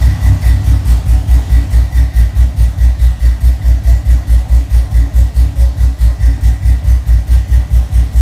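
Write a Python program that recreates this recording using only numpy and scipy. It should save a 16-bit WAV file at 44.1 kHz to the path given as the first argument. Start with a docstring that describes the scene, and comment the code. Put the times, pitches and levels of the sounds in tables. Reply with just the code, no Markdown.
"""A deep, loping throb: a big V8 idles at about 560 rpm in a concrete garage, heard on a walk from its
tail along its side. In each cycle of eight firings a few strong ones bunch together, so the exhaust
booms in its low modes and spits a puff of turbulent hiss; every second throb burbles more strongly.
The gas sets the tailpipe's steel buzzing, and once, early on, rattling. The garage reverberates after
every throb, and valve gear and fan clatter steadily underneath."""
import sys
import numpy as np
from scipy import signal
from scipy.fft import rfft, irfft, next_fast_len
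from scipy.io import wavfile
from scipy.ndimage import uniform_filter1d, minimum_filter1d

SR = 44100
rng = np.random.default_rng(int(sys.argv[2]) if len(sys.argv) > 2 else 0)


def transcribe(u):
    """Save the signal u as a 16-bit wav file named by the first command-line argument.

    u: samples, shape (n,) or (channels, n), limited to [-1, 1]; the rate is SR.
    q: integer samples, one column per channel.
    """
    v = np.clip(np.atleast_2d(u).T, -1, 1)
    q = np.round(v * 32767).astype(np.int16)
    wavfile.write(sys.argv[1], SR, q)


N = 362055

# relative strengths of the eight firings of a cycle: thump_db, puff_db
FIRING_LEVELS = [(-0.5, 4), (-1, 7), (1.5, 5), (1, -34), (-1.5, -2.5), (-6.5, -10), (-11, -18), (-7, -31)]


def amp(db):
    """Amplitude ratio of a level in decibels."""
    return 10 ** (np.asarray(db) / 20)


def unit(x):
    """Normalisation to an rms of 1."""
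    return x / np.sqrt(np.mean(x ** 2) + 1e-20)


def at_frequency(curve, hz):
    """Interpolation on a log-frequency axis."""
    knots_hz, values = np.transpose(curve)
    return np.interp(np.log(hz + 1), np.log(knots_hz), values)


def at_time(curve, s):
    """Linear interpolation in time."""
    return np.interp(s, *np.transpose(curve))


def add(mix, start_s, sound):
    """Superposition of a sound whose onset may lie before time zero."""
    at = int(round(start_s * SR))
    sound = sound[max(-at, 0):]
    part = mix[max(at, 0):][:len(sound)]
    part += sound[:len(part)]


def train(times, db, shape):
    """A pulse train: one copy of the shape at every time, each at its own level."""
    out = np.zeros(N)
    for start_s, gain in zip(times.ravel(), amp(db).ravel()):
        add(out, start_s, gain * shape)
    return out


def swell(t, peak_s, sharpness):
    """A gamma envelope: it rises to 1 at the peak and decays more slowly."""
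    return (t / peak_s * np.exp(1 - t / peak_s)) ** sharpness


def colour(x, spectrum):
    """Zero-phase filtering by a gain curve in decibels."""
    size = next_fast_len(N, True)
    gain = amp(at_frequency(spectrum, np.fft.rfftfreq(size, 1 / SR)))
    return irfft(rfft(x, size) * gain, size)[:N]


def resonate(x, hz, width_hz):
    """A damped resonator with a gain near 1 at resonance."""
    radius = np.exp(-np.pi * width_hz / SR)
    pole = radius * np.exp(2j * np.pi * hz / SR)
    return 2 * signal.lfilter([1 - radius], [1, -pole], x).real


def ring(x, modes):
    """Modal sum: each mode is two resonators in series, scaled so that its level sets its energy."""
    return sum(amp(db) / np.sqrt(width) * resonate(resonate(x, hz, width), hz, width)
               for hz, width, db in modes)


def cycles():
    """Four-stroke cycles, two crank turns each: start times and side of the lope (-1 clean, +1 burbling)."""
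    # the idle hunts about its set speed: time_s, speed_rpm
    idle_speed = [(0.0, 572.7), (0.4, 548.2), (0.85, 575.1), (1.05, 548.9), (1.7, 564.8), (1.9, 557.4),
                  (3.0, 569.2), (4.25, 550.4), (4.5, 561.2), (5.35, 562.1), (5.55, 555.7), (6.4, 569.9),
                  (6.6, 551.9), (7.9, 562.5)]
    starts = [-0.009]
    while starts[-1] < N / SR:
        starts.append(starts[-1] + 2 * 60 / at_time(idle_speed, starts[-1]))
    return np.array(starts[:-1]), -(-1.) ** np.arange(len(starts) - 1)


def firing_times(jitter_s):
    """Quasi-periodic firing: eight evenly spaced times per cycle (one row), with random jitter."""
    starts, _ = cycles()
    periods = np.append(np.diff(starts), np.diff(starts).mean())
    times = starts[:, None] + periods[:, None] * np.arange(len(FIRING_LEVELS)) / len(FIRING_LEVELS)
    return times + jitter_s * rng.standard_normal(times.shape)


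def throb_levels(curve, lope_db, chance_db):
    """Amplitude modulation by cycle, in dB: place on the walk, alternation of the lope, and chance."""
    starts, side = cycles()
    return at_time(curve, starts) + lope_db * side + chance_db * rng.standard_normal(len(starts))


def puffs(cycle_db, decay_s, spread_db):
    """Pulsating flow: each firing releases a short burst of gas."""
    times = firing_times(jitter_s=0.0037)
    t = np.arange(0, .08, 1 / SR)
    db = np.array(FIRING_LEVELS)[:, 1] + cycle_db[:, None] + spread_db * rng.standard_normal(times.shape)
    return train(times, db, (1 - np.exp(-t / 0.00086)) * np.exp(-t / decay_s))


def walk_gains():
    """Level depends on the listener's position: gains per sample for the thumps and the clatter."""
    # relative levels along the walk: time_s, thump_db, clatter_db
    walk_levels = [(0, -12, -31), (0.8, -14.5, -35), (1.5, -17, -34), (2.2, -19.5, -39), (3.8, -20, -38.5),
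                   (5.6, -19, -39.5), (7.3, -19, -39), (8.2, -17.5, -37.5)]
    time_s, *levels = np.transpose(walk_levels)
    return [amp(np.interp(np.arange(N) / SR, time_s, db)) for db in levels]


def reverberant_noise(flow, wet_db, patchy_db):
    """Turbulent noise follows the flow; its diffuse field in the garage decays exponentially by band."""
    # the garage's reverberation time: frequency_hz, t60_s
    reverb_times = [(100, 0.42), (700, 1), (2000, 0.61), (5000, 0.44), (9000, 0.24), (15000, 0.12)]
    hop = 64
    power = np.pad(uniform_filter1d(flow ** 2, hop)[::hop], (0, 4), "edge").clip(0)
    t60_s = at_frequency(reverb_times, np.fft.rfftfreq(4 * hop, 1 / SR))
    retention = np.exp(-2 * np.log(1000) * hop / (t60_s * SR))
    echo = np.transpose([signal.lfilter([1 - kept], [1, -kept], power) for kept in retention])
    real, imag, patches = rng.standard_normal((3, *echo.shape))
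    patches = uniform_filter1d(patches, size=90, axis=0)
    patches = unit(uniform_filter1d(patches, size=4, axis=1))  # the colour drifts slowly, over a tenth of a second or so
    magnitude = np.sqrt(power[:, None] + amp(wet_db) ** 2 * echo) * amp(patchy_db * patches)
    spectra = (real + 1j * imag) * magnitude
    return unit(signal.istft(spectra.T, nperseg=4 * hop, noverlap=3 * hop)[1][:N])


def early_reflections(x):
    """Comb filtering: delayed copies interfere with the direct sound as their paths slowly change."""
    # paths by floor, car and walls: start_delay_s, end_delay_s, gain
    paths = [(.0047, .0049, .13), (.0083, .0080, -.14), (.0131, .0134, .15), (.0197, .0194, -.14)]
    at = np.arange(N)
    echoes = sum(gain * np.interp(at - SR * np.linspace(start_s, end_s, N), at, x, left=0)
                 for start_s, end_s, gain in paths)
    return x.std() * unit(x + echoes)


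def standing_waves(knocking, gas_db):
    """Room modes, driven by knocks and gas puffs, swell as the listener passes their antinodes."""
    # the modes: pitch_hz, width_hz, level_db, strongest_s, spread_s
    room_modes = [(555.8, 18, -44.5, 5.2, 2.9), (671, 20, -46, 3.7, 0.65), (860, 280, -43.5, 0.13, 0.57)]
    t, out = np.arange(N) / SR, np.zeros(N)
    gas = unit(puffs(np.zeros_like(cycles()[0]), decay_s=0.028, spread_db=2.0))
    drive = knocking + amp(gas_db) * gas * rng.standard_normal(N)
    for hz, width_hz, db, strongest_s, spread_s in room_modes:
        nearness = np.exp(-((t - strongest_s) / spread_s) ** 2)
        out += amp(db) * nearness * unit(ring(drive, [(hz, width_hz, 0)]))
    return out


def clatter(tick_db, rush_db, panel_db):
    """Impact excitation: valve gear ticks over the fan's rush and rings panels and room modes."""
    # spectral density of the rush: frequency_hz, level_db
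    rush_spectrum = [(15, -2), (33, 17.5), (90, 15.5), (180, 8), (290, 13), (370, -3.5), (490, -3),
                     (600, 3.5), (800, -0.5), (1300, -7.5), (2500, -10), (4500, -13), (7000, -15),
                     (10000, -20), (15500, -24.5)]
    # modes of the engine and body panels: pitch_hz, width_hz, level_db
    panel_modes = [(610, 35, 0), (688, 25, -4.5), (747.7, 37, 7), (836, 160, 2.5), (1100, 15, -30),
                   (1139, 12.5, -6)]
    times = firing_times(jitter_s=.003)
    times = np.array([times, times + np.diff(times).mean() / 2])  # two ticks per firing
    t = np.arange(0, .015, 1 / SR)
    db = 0.33 * np.array(FIRING_LEVELS)[:, 0] + 2.4 * rng.standard_normal(times.shape)
    ticks = unit(train(times, db, np.exp(-t / 0.006)))
    rush = colour(reverberant_noise(1 + amp(tick_db) * ticks, wet_db=-8, patchy_db=1.5), rush_spectrum)
    knocking = reverberant_noise(ticks, wet_db=-0.5, patchy_db=2)
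    engine = amp(rush_db) * unit(rush) + amp(panel_db) * unit(ring(knocking, panel_modes))
    _, clatter_gain = walk_gains()
    return clatter_gain * engine + standing_waves(knocking, gas_db=8)


def hiss(level_db):
    """Jet noise: the turbulent puffs fill the garage with a pulsing chuff."""
    # spectral density of the escaping gas: frequency_hz, level_db
    gas_spectrum = [(300, 6), (700, 9), (1300, 2), (2900, -1), (3700, 0.5), (4400, 0.5), (4900, -3),
                    (5500, 0), (7400, -2.5), (9600, -0.5), (10400, -6), (11500, -2.5), (15500, -6.5)]
    # relative hiss along the walk: time_s, level_db
    hiss_levels = [(0, 1), (0.65, 3.5), (2.2, 0.7), (3.3, -0.5), (4.1, 1.3), (6.6, -0.5), (8.2, 0.5)]
    flow = puffs(throb_levels(hiss_levels, lope_db=-0.6, chance_db=0.13), decay_s=0.025, spread_db=0.35)
    turbulence = reverberant_noise(flow, wet_db=22, patchy_db=2.0)
    return amp(level_db) * unit(colour(turbulence, gas_spectrum))


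def tailpipe_buzz(level_db):
    """Forced vibration: the puffs drive the tailpipe's steel, and one harder burst rattles it."""
    # modes of the steel: pitch_hz, width_hz, level_db
    steel_modes = [(1586, 38, -7), (1666, 44, -12), (1859, 54, -1), (1953, 116, 4), (2267, 56, -10.5),
                   (3610, 88, -9.5), (4617, 120, -10), (5390, 200, -10)]
    # relative buzz along the walk: time_s, level_db
    buzz_levels = [(0, 5), (1.05, 0.5), (1.5, 3), (2.7, -2), (3.2, 1), (4.5, 1), (5.2, -4), (6.15, 0.6),
                   (8.2, -1.5)]
    rattle_s, rattle_db, rattle_decay_s = 0.416, 14.5, 0.055
    levels = throb_levels(buzz_levels, lope_db=0.1, chance_db=2.2)
    flow = unit(puffs(levels, decay_s=.018, spread_db=.8))
    t = np.arange(0, 2 * rattle_decay_s, 1 / SR)
    add(flow, rattle_s, amp(rattle_db) * np.exp(-t / rattle_decay_s))
    turbulence = reverberant_noise(flow, wet_db=4.5, patchy_db=0.75)
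    return amp(level_db) * unit(ring(turbulence, steel_modes))


def burble(pitch_hz, roughness, level_db):
    """Amplitude modulation roughens a higher pipe mode late in the throb, most in every second cycle."""
    # relative burble along the walk: time_s, level_db
    burble_levels = [(0, 3), (1.45, 4), (2.3, -5.5), (3.65, -10), (4.5, 0.5), (5.35, 0.5), (5.75, -4),
                     (6.2, 2.5), (7.3, -9.5), (8.2, -3)]
    t, out = np.arange(0, .3, 1 / SR), np.zeros(N)
    envelope = swell(t, peak_s=0.06, sharpness=1.93)
    starts, _ = cycles()
    levels = throb_levels(burble_levels, lope_db=3, chance_db=0.5)
    for start_s, db, (detune, phase) in zip(starts, levels, rng.random((len(starts), 2))):
        hz = pitch_hz * (1 + 0.03 * (detune - .5))
        add(out, start_s + .04, amp(db) * envelope * np.sin(2 * np.pi * (hz * t + phase)))
    flutter = unit(ring(rng.standard_normal(N), [(28.7, 82, 0)]))  # the uneven firings shake the tone
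    return amp(level_db) * unit(out * (1 + roughness * flutter))


def thumps(spread_db, roughness, lead_s, gain_db):
    """Pipe resonance: just ahead of its gas, each firing drives the modes with a pulse and a gust."""
    # modes of the exhaust and garage: pitch_hz, width_hz, level_db
    pipe_modes = [(95.2, 12.7, 13), (129, 20.2, 1), (164.2, 10.3, -5.5), (220, 14.5, -17), (234.3, 18, -16),
                  (256.7, 8.8, -32), (294.3, 38, -20.5)]
    times = firing_times(jitter_s=0.0008) - lead_s
    t = np.arange(0, .04, 1 / SR)
    db = np.array(FIRING_LEVELS)[:, 0] + spread_db * rng.standard_normal(times.shape)
    pulses = train(times, db, np.exp(-t / 0.00041))
    gusts = train(times, db, np.exp(-t / 0.0053)) * rng.standard_normal(N)
    ringing = unit(ring(pulses, pipe_modes)) + roughness * unit(ring(gusts, pipe_modes))
    thump_gain, _ = walk_gains()
    return amp(gain_db) * thump_gain * unit(ringing)


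def boom(crest_s, octave_db, level_db):
    """Resonance: bunched firings swing the exhaust's lowest mode, which glides up to a garage mode."""
    # relative boom along the walk: time_s, level_db
    boom_levels = [(0, -2.2), (0.4, -2), (1.5, -0.3), (3.0, -0.1), (5.0, -0.8), (8.2, -1)]
    exhaust_hz, garage_hz, glide_at_s, glide_s, length_s = 59.35, 60.14, 0.083, 0.027, 0.23
    t, out = np.arange(0, length_s, 1 / SR), np.zeros(N)
    envelope = swell(t, peak_s=0.067, sharpness=2.72) * (1 - (t / length_s) ** 6)
    glide = (1 + np.tanh((t - glide_at_s) / glide_s)) / 2
    turns = np.cumsum(exhaust_hz + (garage_hz - exhaust_hz) * glide) / SR
    turns -= np.interp(crest_s, t, turns)  # a pressure crest falls at crest_s
    starts, _ = cycles()
    levels = throb_levels(boom_levels, lope_db=-0.32, chance_db=0.7)
    for start_s, db, (detune, tilt, skew) in zip(starts, levels, rng.standard_normal((len(starts), 3))):
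        swing = amp(db) * envelope * np.exp(3 * tilt * (t - crest_s))
        phase = 2 * np.pi * turns * (1 + .016 * detune)
        steepening = amp(octave_db) * swing ** 2 * np.cos(2 * phase + skew)  # strong waves gain an octave
        add(out, start_s, swing * np.cos(phase) + steepening)
    return amp(level_db) * unit(out)


def scene():
    """Superposition in mono: the low exhaust tones, plus the noisier sources with their reflections."""
    exhaust = boom(crest_s=.073, octave_db=-20.0, level_db=-8.5)
    exhaust += thumps(spread_db=2.0, roughness=0.55, lead_s=0.012, gain_db=-1.34)
    exhaust += burble(pitch_hz=277.3, roughness=0.45, level_db=-38.0)
    noises = hiss(level_db=-37) + tailpipe_buzz(level_db=-40.5)
    noises += clatter(tick_db=-11.5, rush_db=4.5, panel_db=-7.0)
    return (exhaust + early_reflections(noises))[None]


def record(dry):
    """Peak limiting holds the loudest swings at full scale; a low-pass filter then limits the band."""
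    allowed_gain = 1 / np.maximum(abs(dry), 1)
    gain = uniform_filter1d(minimum_filter1d(allowed_gain, size=300), size=300)
    lowpass = signal.firwin(1023, 15600, window=("kaiser", 9), fs=SR)
    return signal.oaconvolve(dry * gain, lowpass[None], "same")


dry = scene()
out = record(dry)
transcribe(out)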